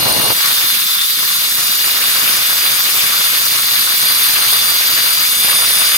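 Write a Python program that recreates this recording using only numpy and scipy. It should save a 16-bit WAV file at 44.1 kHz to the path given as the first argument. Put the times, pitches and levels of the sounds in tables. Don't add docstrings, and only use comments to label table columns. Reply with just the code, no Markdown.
import sys
import numpy as np
from scipy.fft import rfft, irfft, next_fast_len
from scipy.io import wavfile

SR = 44100
rng = np.random.default_rng(int(sys.argv[2]) if len(sys.argv) > 2 else 0)


def int16_out(signal):
    q = np.round(np.clip(np.atleast_2d(signal).T, -1, 1) * 32767)
    wavfile.write(sys.argv[1], SR, q.astype(np.int16))


N = 263277
TIME = np.arange(N) / SR
FREQ = np.maximum(np.fft.rfftfreq(next_fast_len(N), 1 / SR), 1)
SCENE_JUMP_S = .333
OPENING = TIME < SCENE_JUMP_S


def undb(db):
    return np.exp(np.asarray(db) * (np.log(10) / 20))


def curves(table):
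    start_s, *columns = np.transpose(table)
    return [np.interp(TIME, start_s, column) for column in columns]


def colour(points):
    hz, db = np.transpose(points)
    return undb(np.interp(np.log(FREQ), np.log(hz), db))


def filtered(x, response):
    size = next_fast_len(N)
    spectrum = rfft(x.astype(np.float32), size) * response.astype(np.complex64)
    return irfft(spectrum, size)[..., :N]


def unit(x):
    return x / np.sqrt(np.mean(x ** 2))


def walk(rate_hz):
    step = 64
    size = next_fast_len(N // step + 2)
    smoothing = 1 + (np.fft.rfftfreq(size, step / SR) / rate_hz) ** 2
    points = irfft(rfft(rng.standard_normal(size)) / smoothing, size)
    points = unit(points).astype(np.float32)
    ramp = np.arange(step, dtype=np.float32) / step
    return (points[:-1, None] + np.diff(points)[:, None] * ramp).ravel()[:N]


def lorentzian(offset_hz, width_hz):
    return 1 / (1 + (2 * offset_hz / width_hz) ** 2)


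# start_s [s], spin_hz [turns per second]
BLADE_SPIN = [(0, 177.8), (.32, 177.7), (.35, 175.7), (.63, 184.4), (.73, 178.9), (.91, 157.5),
              (.99, 152.8), (1.12, 168), (1.26, 178), (1.47, 184.4), (1.88, 190.4), (2.22, 186),
              (2.77, 182.5), (4.15, 180.8), (4.38, 179.4), (4.85, 182.2), (5.07, 181.4), (5.42, 185.3),
              (5.97, 185)]


def blade_spin():
    spin_hz, = curves(BLADE_SPIN)
    return spin_hz


BINDS_BELOW_HZ = 177


def binding(spin_hz):
    return np.maximum(BINDS_BELOW_HZ - spin_hz, 0)


# middle_s [s], length_s [s], strength_db [dB]
KERF_LEANS = [(1.45, .4, -1), (2.327, .35, 2), (4.1, .35, 3.5), (4.55, 0.27, 6.5), (5.647, 1, 5)]


def lean():
    return sum(strength_db * np.exp(-(2 * (TIME - middle_s) / length_s) ** 2)
               for middle_s, length_s, strength_db in KERF_LEANS)


# start_s [s], feed_db [dB re a steady push]
HAND_FEED = [(0, -2), (.35, 0.5), (.52, 3), (.72, -1), (1.5, -1), (1.85, 0.5), (2.27, 2.5), (2.55, 0.5),
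             (3.05, 1.4), (3.7, -.5), (4.2, .5), (4.55, .5), (4.72, -0.7), (4.9, 1.1), (5.25, -1.1),
             (5.65, 0.3), (5.97, 0.5)]
# layer, level_db [dB], opening_db [dB more before the jump],
# kerf_db [dB per s as the kerf lengthens], per_feed [dB per dB of feed],
# per_lean [dB per dB of lean], per_drag [dB per Hz of binding]
LAYER_RESPONSES = [("flex", -20.8, -1.3, -.35, -.1, .1, .11), ("sing", -24.8, 1.6, -.5, .2, 0.3, -.09),
                   ("squeal", -28, 5, .25, -0.17, 0.96, -.05), ("zing", -23.5, 3.2, 0.064, .3, 0.16, -.04),
                   ("sizzle", -25, -2.3, 0.75, .45, .05, 0.033),
                   ("hiss", -16, -1.8, -0.074, 0.43, 0.059, -0.011),
                   ("rasp", -23.5, 1.3, 0.39, 1, 0.12, -0.07),
                   ("hollow", -39, 16.4, 0.54, 1.6, 0.22, -0.42),
                   ("rush", -40.5, 13.7, -.1, 0.65, .15, -0.18)]


def layer_levels(spin_hz):
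    feed_db, = curves(HAND_FEED)
    lean_db, drag_hz = lean(), binding(spin_hz)
    levels = {}
    for layer, level_db, opening_db, kerf_db, per_feed, per_lean, per_drag in LAYER_RESPONSES:
        cut_db = level_db + opening_db * OPENING + kerf_db * TIME
        hand_db = per_feed * feed_db + per_lean * lean_db
        levels[layer] = cut_db + hand_db + per_drag * drag_hz
    return levels


def contact(turns, once=0.065, twice=0.068, crunch_db=0.14):
    runout = 1 + once * np.cos(2 * np.pi * turns) + twice * np.cos(4 * np.pi * turns)
    return runout * undb(crunch_db * walk(60))


# kind, pitch_hz [Hz], width_hz [Hz],
# level_db [dB re the level of that kind], lead_rad [radians by which left leads]
BLADE_MODES = [("grit", 2850, 90, -21, 1.2), ("flex", 3570, 220, -4, -1.4), ("flex", 3950, 400, -6, -2.2),
               ("grit", 4190, 120, -21, 2.3), ("sing", 4740, 200, -4, -.8), ("grit", 5680, 300, -19, 1.0),
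               ("grit", 6400, 300, -19, 0), ("grit", 6980, 180, -19, 2.2), ("grit", 7760, 300, -17, .6),
               ("grit", 9050, 350, -19, .1), ("squeal", 9550, 190, -1.2, .3),
               ("grit", 10600, 500, -21, -.2), ("zing", 11480, 300, -4, -1.7),
               ("zing", 11790, 190, -4, -1.6), ("grit", 12380, 300, -13.5, -1.6),
               ("sizzle", 12780, 400, -2.2, -1.3), ("grit", 13810, 140, -15, 1.6),
               ("grit", 14170, 150, -17, 1.6), ("grit", 15120, 380, -8.5, -1.9)]


def blade(levels, grit_db=-1.24, flicker_db=2.0):
    levels = dict(levels, grit=levels["hiss"] + grit_db)
    out = 0
    for kind, pitch_hz, width_hz, level_db, lead_rad in BLADE_MODES:
        detuning = pitch_hz / width_hz * (FREQ / pitch_hz - pitch_hz / FREQ)
        resonance = 1 / (1 + 1j * detuning) ** 2
        at_microphones = np.exp(.5j * lead_rad * np.array([[1], [-1]]))
        ring = filtered(rng.standard_normal(N), resonance * at_microphones)
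        out = out + unit(ring) * undb(levels[kind] + level_db + flicker_db * walk(15))
    return out


def grit(scatter_db):
    return unit(rng.standard_normal(N) * undb(scatter_db * rng.standard_normal(N)))


def diffuse(points, scatter_db):
    pair = np.array([grit(scatter_db), grit(scatter_db)])
    return unit(filtered(pair, colour(points)))


def patchy(x, low_hz, high_hz, flicker_db, count):
    place = np.interp(np.log(FREQ), np.log([low_hz, high_hz]), [0, count - 1])
    out = 0
    for k in range(count):
        band = filtered(x, np.maximum(1 - abs(place - k), 0))
        out = out + band * undb(flicker_db * walk(28))
    return unit(out)


# pitch_hz [Hz], density_db [dB per Hz]
HISS_SPECTRUM = [(2400, -23.5), (3100, -2), (4300, 1), (5100, 1), (6000, -5.5), (6800, -5.5), (7350, -10),
                 (8600, -8), (9900, -4), (11200, 0.5), (12300, -8.5), (13400, 1.5), (15700, -5.5)]


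def hiss(level_db):
    scrape = diffuse(HISS_SPECTRUM, scatter_db=1.5)
    scrape = patchy(scrape, 2800, 15800, flicker_db=2.0, count=6)
    return scrape * undb(level_db + 0.3 * walk(9.2))


# pitch_hz [Hz], density_db [dB per Hz]
RASP_SPECTRUM = [(600, -26), (900, -10), (1120, 1.5), (1900, 1), (2500, 1), (2850, 1), (3300, -0.5),
                 (4500, -46)]


def rasp(level_db, flutter, bite):
    scrape = diffuse(RASP_SPECTRUM, scatter_db=7)
    scrape = patchy(scrape, 1310, 2500, flicker_db=2.0, count=3)
    return scrape * undb(level_db + 0.87 * flutter + 0.57 * bite)


# pitch_hz [Hz], density_db [dB per Hz]
HOLLOW_SPECTRUM = [(200, -19), (400, -3), (550, 2.5), (750, 1.5), (1000, 1), (1500, -12.5), (3000, -31)]


def hollow(level_db, flutter, bite):
    return diffuse(HOLLOW_SPECTRUM, scatter_db=8.5) * undb(level_db + 2.4 * flutter + .8 * bite)


def partial(turns, multiple, usual_hz, waver_db=1.2, room=.2):
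    mode_hz, lead_rad = np.transpose([(mode[1], mode[4]) for mode in BLADE_MODES])
    nearest = np.argmin(abs(mode_hz - multiple * usual_hz))
    lead = lead_rad[nearest]
    phase = (2 * np.pi * ((multiple * turns + rng.random()) % 1)).astype(np.float32)
    cos, sin = np.cos(phase), np.sin(phase)
    pair = []
    for angle in (-lead / 2, lead / 2):
        in_phase = (np.cos(angle) + room * walk(16)) * cos
        quadrature = (np.sin(angle) + room * walk(16)) * sin
        pair.append(in_phase + quadrature)
    return unit(np.array(pair) * undb(waver_db * walk(12)))


OFF_RESONANCE = 0.023
# multiple, resonance_hz [Hz], width_hz [Hz], level_db [dB on resonance],
# opening_db [dB more before the jump], kerf_db [dB per s as the kerf lengthens],
# per_lean [dB per dB of lean]
LEADING_LINES = [(19.03, 3480, 310, -37, -5, 1.33, 1), (23.1, 4150, 87, -26.5, 6, 0.2, 0),
                 (26, 4730, 110, -32.3, -3, 1.55, 0.82), (37.3, 6980, 220, -33.5, 3, 0.1, -.3),
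                 (51.9, 9620, 120, -35.5, 1.5, 0.9, 1.9)]
# multiple, before_db [dB before the jump], after_db [dB after the jump]
WEAK_LINES = [(12, -42, -39), (13, -41, -39), (15, -40, -38), (16, -28, -39), (18, -40, -44),
              (20, -36, -37), (21, -39, -36), (22, -36, -32), (24, -33, -37), (25, -29, -34),
              (27, -50, -38), (28, -47, -38), (30, -47, -38), (31, -35, -39), (32, -34, -40),
              (34, -42, -39), (35, -42, -38), (36, -37, -36), (42, -50, -40), (51, -46, -37),
              (53, -35, -32), (54, -30, -40), (64, -36, -34), (65, -38, -32), (70, -37, -33)]


def whine(turns, spin_hz, weak_db=-2, weak_db_per_s=.8, swell_db=1.5, bind_db_per_hz=0.4):
    off_mode = .15
    usual_hz, lean_db = np.median(spin_hz), lean()
    out = 0
    for multiple, resonance_hz, width_hz, level_db, opening_db, kerf_db, per_lean in LEADING_LINES:
        tuning = np.sqrt(OFF_RESONANCE + lorentzian(multiple * spin_hz - resonance_hz, width_hz))
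        line_db = level_db + opening_db * OPENING + kerf_db * TIME
        line_db = line_db + per_lean * lean_db + swell_db * walk(5.5)
        out = out + partial(turns, multiple, usual_hz) * tuning * undb(line_db)
    body = off_mode + sum(lorentzian(FREQ - mode[1], mode[2]) for mode in BLADE_MODES)
    growth = undb(weak_db + weak_db_per_s * TIME)
    for multiple, before_db, after_db in WEAK_LINES:
        tuning = unit(np.interp(multiple * spin_hz, FREQ, body))
        gain = np.where(OPENING, undb(before_db), undb(after_db) * growth * tuning)
        out = out + partial(turns, multiple, usual_hz) * gain
    return out * undb(-bind_db_per_hz * binding(spin_hz))


MOTOR_MULTIPLES = (23.35, 35.6)


def motor(turns, usual_hz, fan_db=-38, upper_db=-44):
    return sum(partial(turns, multiple, usual_hz) * undb(level_db)
               for multiple, level_db in zip(MOTOR_MULTIPLES, (fan_db, upper_db)))


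# pitch_hz [Hz], density_db [dB per Hz]
RUSH_SPECTRUM = [(20, -24), (45, -15), (75, -4), (105, 2), (165, 3), (240, 0), (320, 1), (420, -4),
                 (900, -33)]


def rush(level_db, flutter):
    return diffuse(RUSH_SPECTRUM, scatter_db=7) * undb(level_db + 1.6 * flutter + 1.9 * walk(28))


def scene():
    spin_hz = blade_spin()
    turns = np.cumsum(spin_hz) / SR
    levels = layer_levels(spin_hz)
    flutter = walk(54)
    bite = walk(5.2)
    cutting = (blade(levels) + hiss(levels["hiss"])) * contact(turns)
    scraping = rasp(levels["rasp"], flutter, bite) + hollow(levels["hollow"], flutter, bite)
    tones = whine(turns, spin_hz) + motor(turns, np.median(spin_hz))
    return cutting + scraping + tones + rush(levels["rush"], flutter)


TOP_HZ = 15800
# [left minus right, dB]
MICROPHONE_BALANCE = [(50, -2), (250, 0.2), (1200, 2), (2500, 1.5), (4000, -0.5), (9000, 0.5), (15000, 1.1)]


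def record(dry):
    balance = colour(MICROPHONE_BALANCE) ** np.array([[.5], [-.5]])
    low_pass = 1 / np.sqrt(1 + (FREQ / TOP_HZ) ** 600)
    return filtered(dry, balance * low_pass)


dry = scene()
out = record(dry)
int16_out(out)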